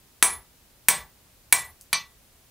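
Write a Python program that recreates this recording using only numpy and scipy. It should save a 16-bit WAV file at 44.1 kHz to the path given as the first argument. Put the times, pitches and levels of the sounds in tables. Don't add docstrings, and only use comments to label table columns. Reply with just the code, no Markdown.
import sys
import numpy as np
from scipy import signal
from scipy.fft import rfft, irfft
from scipy.io import wavfile
from scipy.ndimage import uniform_filter1d

SR = 44100
rng = np.random.default_rng(int(sys.argv[2]) if len(sys.argv) > 2 else 0)


def materialize(psi):
    bounded = np.clip(np.atleast_2d(psi).T, -1, 1)
    quanta = np.round(bounded * 32767).astype(np.int16)
    wavfile.write(sys.argv[1], SR, quanta)


N = 110250
TIME = np.arange(N) / SR


def from_db(db):
    return 10 ** (np.asarray(db) / 20)


def rms_one(x):
    return x / np.sqrt(np.mean(x ** 2) + 1e-20)


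def at_hz(points, hz):
    table_hz, values = np.transpose(points)
    return np.interp(np.log(np.maximum(hz, 1)), np.log(table_hz), values)


def coloured(x, spectrum):
    hz = np.arange(len(x) // 2 + 1) * SR / len(x)
    return irfft(rfft(x) * from_db(at_hz(spectrum, hz)), len(x))


def noise(spectrum):
    return rms_one(coloured(rng.standard_normal(N), spectrum))


def butter(x, hz, kind):
    sections = signal.butter(2, np.clip(hz, 10, .47 * SR), kind, fs=SR, output="sos")
    return signal.sosfilt(sections, x + 1e-18)


def dying(start, t60, hold=0):
    fall_db = 60 * np.clip((TIME - start - hold) / t60, 0, 4)
    return (TIME >= start) * from_db(-fall_db)


# (per Hz, relative)
FLOOR_COLOUR = [(12, -31), (20, -4), (53, -1.5), (137, -6), (171, -10.5), (252, -11), (282, -14),
                (372, -13.5), (746, -17.5), (811, -17), (1230, -20), (6720, -22.5), (15500, -22)]
# f/Hz, level/dB (side minus mid)
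SIDE_COLOUR = [(60, -16), (180, -8), (550, -6.5), (1650, -3.5), (4970, -2), (15000, -3)]
FLOOR_DB = -58


def forge_floor():
    mid = from_db(FLOOR_DB) * noise(FLOOR_COLOUR)
    side = from_db(FLOOR_DB) * coloured(noise(FLOOR_COLOUR), SIDE_COLOUR)
    return mid, side


# (per Hz, relative)
CRACK_COLOUR = [(60, -24), (130, -7), (200, -1), (280, -10.5), (370, -5), (520, -14.5), (720, -4.5),
                (1000, -2.5), (1350, -3.5), (1750, 3.5), (2300, 7), (2900, -4), (3500, 0), (4900, -6.5),
                (6500, -3), (10000, 5.5), (11800, -5), (15500, -3)]
CRACK_T60_S, RATTLE_T60_S, RATTLE_DB = 0.025, 0.039, -11
EVEN_WIDTH_HZ = 220


def crack(start, db, top_hz, bottom_hz):
    shape = dying(start, CRACK_T60_S) + from_db(RATTLE_DB) * dying(start, RATTLE_T60_S)
    bins = rfft(rng.standard_normal(N) * shape)
    local_power = uniform_filter1d(np.abs(bins) ** 2, size=int(EVEN_WIDTH_HZ * N / SR))
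    even = irfft(bins / np.sqrt(local_power), N)
    burst = rms_one(coloured(even, CRACK_COLOUR) * (TIME >= start))
    burst = burst * np.sqrt(np.mean(shape ** 2))
    return from_db(db) * butter(butter(burst, top_hz, "low"), bottom_hz, "high")


WAVER_SHARE, WAVER_HZ, WAVER_BUILD_S = .85, 36, 0.022


def waver(age):
    knots = np.arange(0, 1, 1 / (2 * WAVER_HZ))
    re, im = rng.standard_normal((2, len(knots))) / np.sqrt(2)
    wander = np.interp(age, knots, re + 1j * im)
    return 1 + WAVER_SHARE * np.minimum(age / WAVER_BUILD_S, 1) * wander


RING_BEND = 1.4


def ring(start, modes_hz, t60s, levels_db):
    age = TIME[:SR]
    out = np.zeros(N + SR)
    first = int(start * SR)
    for hz, t60, db in zip(modes_hz, t60s, levels_db):
        turning = waver(age) * np.exp(2j * np.pi * hz * age)
        partial = np.imag(turning) * rng.choice([-1, 1])
        fall_db = 60 * np.minimum(age / t60, 3) ** RING_BEND
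        out[first:first + SR] += from_db(db - fall_db) * partial
    return out[:N]


HEAD_MODES_HZ = [990, 2275, 8215, 10280, 12745]
HEAD_FADE_S = [0.11, .07, 0.073, 0.033, 0.016]
HEAD_STRIKES = [(-22.5, -19, -22, -11, -28.5), (-23.5, -24.5, -10.5, -9.5, -3.5),
                (-25.5, -19.5, -13, -6, -8), (-37.5, -26, -24.5, -16, -19.5)]
HEAD_DB = 3


def hammer_head(start, levels_db):
    return from_db(HEAD_DB) * ring(start, HEAD_MODES_HZ, HEAD_FADE_S, levels_db)


ANVIL_MODES_HZ = [1098, 1147, 1970, 2335, 3545, 4135, 4597, 5634, 6010, 6770, 7437, 8199, 9997, 10781,
                  12050, 13025, 14870, 15475]
ANVIL_FADE_S = [0.22, 0.24, 0.26, 0.18, 0.23, .2, 0.14, .18, .13, .2, .2, 0.18, .18, 0.26, 0.3, .32, .25,
                .45]
ANVIL_STRIKES = [(-34, -34, -34.5, -30, -39, -41.5, -45, -41.5, -23.5, -34, -36.5, -17, -17, -24, -46, -47, -45.5, -52),
                 (-30, -33, -29, -32, -33, -39, -40, -36, -26, -32, -39, -16, -25, -41.5, -41, -48, -45.5, -50.5),
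                 (-32.5, -38, -28.5, -25.5, -36, -33, -45.5, -34.5, -31.5, -30.5, -29, -19.5, -24.5, -29, -38.5, -41, -46.5, -56.5),
                 (-33.5, -31.5, -32, -21.5, -31.5, -26.5, -20.5, -39, -19, -42, -56.5, -36.5, -39.5, -44.5, -47.5, -57.5, -70, -79)]
ANVIL_DB = -0.5


def anvil(start, levels_db):
    return from_db(ANVIL_DB) * ring(start, ANVIL_MODES_HZ, ANVIL_FADE_S, levels_db)


CLANG_LOW_HZ, CLANG_HIGH_HZ, CLANG_T60_S, CLANG_SPREAD_DB = 2214, 6527, .2, 1


def clang(start, db, count=24):
    modes_hz = np.geomspace(CLANG_LOW_HZ, CLANG_HIGH_HZ, count) * rng.uniform(.98, 1.02, count)
    levels_db = db + CLANG_SPREAD_DB * rng.standard_normal(count)
    return ring(start, modes_hz, np.full(count, CLANG_T60_S), levels_db)


BOOM_HZ, BOOM_WIDTH_HZ = 60, 20
BOOM_RISE_S, BOOM_HOLD_S, BOOM_T60_S = .008, 0.16, .18


def boom(start, db):
    band_hz = [BOOM_HZ - BOOM_WIDTH_HZ / 2, BOOM_HZ + BOOM_WIDTH_HZ / 2]
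    rumble = butter(rng.standard_normal(N), band_hz, "band")
    rise = np.clip((TIME - start) / BOOM_RISE_S, 0, 1)
    shape = dying(start, BOOM_T60_S, BOOM_HOLD_S) * rise
    loudness = np.sqrt(np.average(rumble ** 2, weights=shape ** 2))
    return from_db(db) * rumble * shape / loudness


# f/Hz, t/s
ROOM_FADE = [(100, 0.4038), (300, 0.2749), (1000, 0.2636), (2500, 0.2133), (6000, 0.1783), (10000, 0.17),
             (15000, 0.11)]
# f/Hz, level/dB (relative)
ROOM_TONE = [(100, 3.5), (240, -5), (380, -1), (650, 4), (1000, 3.5), (2500, -6.5), (6000, 1), (10000, -5),
             (15000, 7)]
ROOM_DELAY_S, ROOM_BUILD_S, ROOM_BEND = .002, .003, 1.047


def room_response():
    hz = np.arange(SR // 2 + 1)
    white = rfft(rng.standard_normal(SR))
    age = np.maximum(TIME[:SR] - ROOM_DELAY_S, 0)
    edges, out = np.geomspace(40, 18000, 25), 0
    for low, high in zip(edges, edges[1:]):
        centre = np.sqrt(low * high)
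        band = irfft(white * (hz >= low) * (hz < high), SR)
        fall_db = 60 * np.minimum(age / at_hz(ROOM_FADE, centre), 3) ** ROOM_BEND
        out = out + band * from_db(at_hz(ROOM_TONE, centre) - fall_db)
    out = out * (1 - np.exp(-age / ROOM_BUILD_S))
    return out / np.sqrt(np.sum(out ** 2))


# (per Hz, relative)
TICK_COLOUR = [(200, -30), (2000, -21.5), (5000, -7.5), (9500, 3), (12000, 2), (15500, -3.5)]
TICK_S, TICK_DB, TICK_T60_S, TICK_ROOM_DB = 1.8112, -36.5, 0.0057, -4
TICK_RATTLE_DB, TICK_RATTLE_T60_S = -11, 0.065


def tick():
    rattle = from_db(TICK_RATTLE_DB) * dying(TICK_S, TICK_RATTLE_T60_S)
    shape = dying(TICK_S, TICK_T60_S) + rattle
    return from_db(TICK_DB) * noise(TICK_COLOUR) * shape


# t/s, crack level/dB, crack top f/Hz, crack bottom f/Hz,
# room level/dB (against the crack), boom level/dB, ring level/dB, clang level/dB
HAMMER_BLOWS = [(0.2259, 4, 12950, 152.5, -5, -52, 5.5, -42.5),
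                (0.8849, 3, 15630, 156.1, -4.5, -52, 4, -34.5),
                (1.5250, 5.5, 14800, 167, -7.5, -55, 5.5, -36),
                (1.9295, -11, 5500, 181.4, -6, -68.5, -3.5, -40.5)]


def scene():
    direct = tick()
    to_room = from_db(TICK_ROOM_DB) * direct
    for blow, on_anvil, on_head in zip(HAMMER_BLOWS, ANVIL_STRIKES, HEAD_STRIKES):
        start, db, top_hz, bottom_hz, room_db, boom_db, ring_db, clang_db = blow
        contact = crack(start, db, top_hz, bottom_hz)
        steel = from_db(ring_db) * (hammer_head(start, on_head) + anvil(start, on_anvil))
        direct = direct + contact + steel + clang(start, clang_db) + boom(start, boom_db)
        to_room = to_room + from_db(room_db) * contact
    echo = signal.fftconvolve(to_room, room_response())[:N]
    floor_mid, side = forge_floor()
    mid = direct + echo + floor_mid
    return np.array([mid + side, mid - side])


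LIMIT_DB, LIMIT_SHARE = -11, 0.72
RELEASE_DB_PER_S, LIMIT_ATTACK_S = 77.5, 0.00088
CLIP_TOP, CUTOFF_HZ = 1, 15600


def record(dry):
    power = np.abs(uniform_filter1d(dry[0] ** 2, size=88))
    level_db = 10 * np.log10(power + 1e-12)
    over_db = LIMIT_SHARE * np.maximum(level_db - LIMIT_DB, 0)
    release_db = RELEASE_DB_PER_S * TIME
    held_db = np.maximum.accumulate(over_db + release_db) - release_db
    r = np.exp(-1 / (LIMIT_ATTACK_S * SR))
    duck_db = signal.lfilter([1 - r], [1, -r], held_db)
    clipped = np.clip(dry * from_db(-duck_db), -CLIP_TOP, CLIP_TOP)
    top_cut = signal.cheby1(12, .2, CUTOFF_HZ, fs=SR, output="sos")
    return signal.sosfilt(top_cut, clipped)


dry = scene()
out = record(dry)
materialize(out)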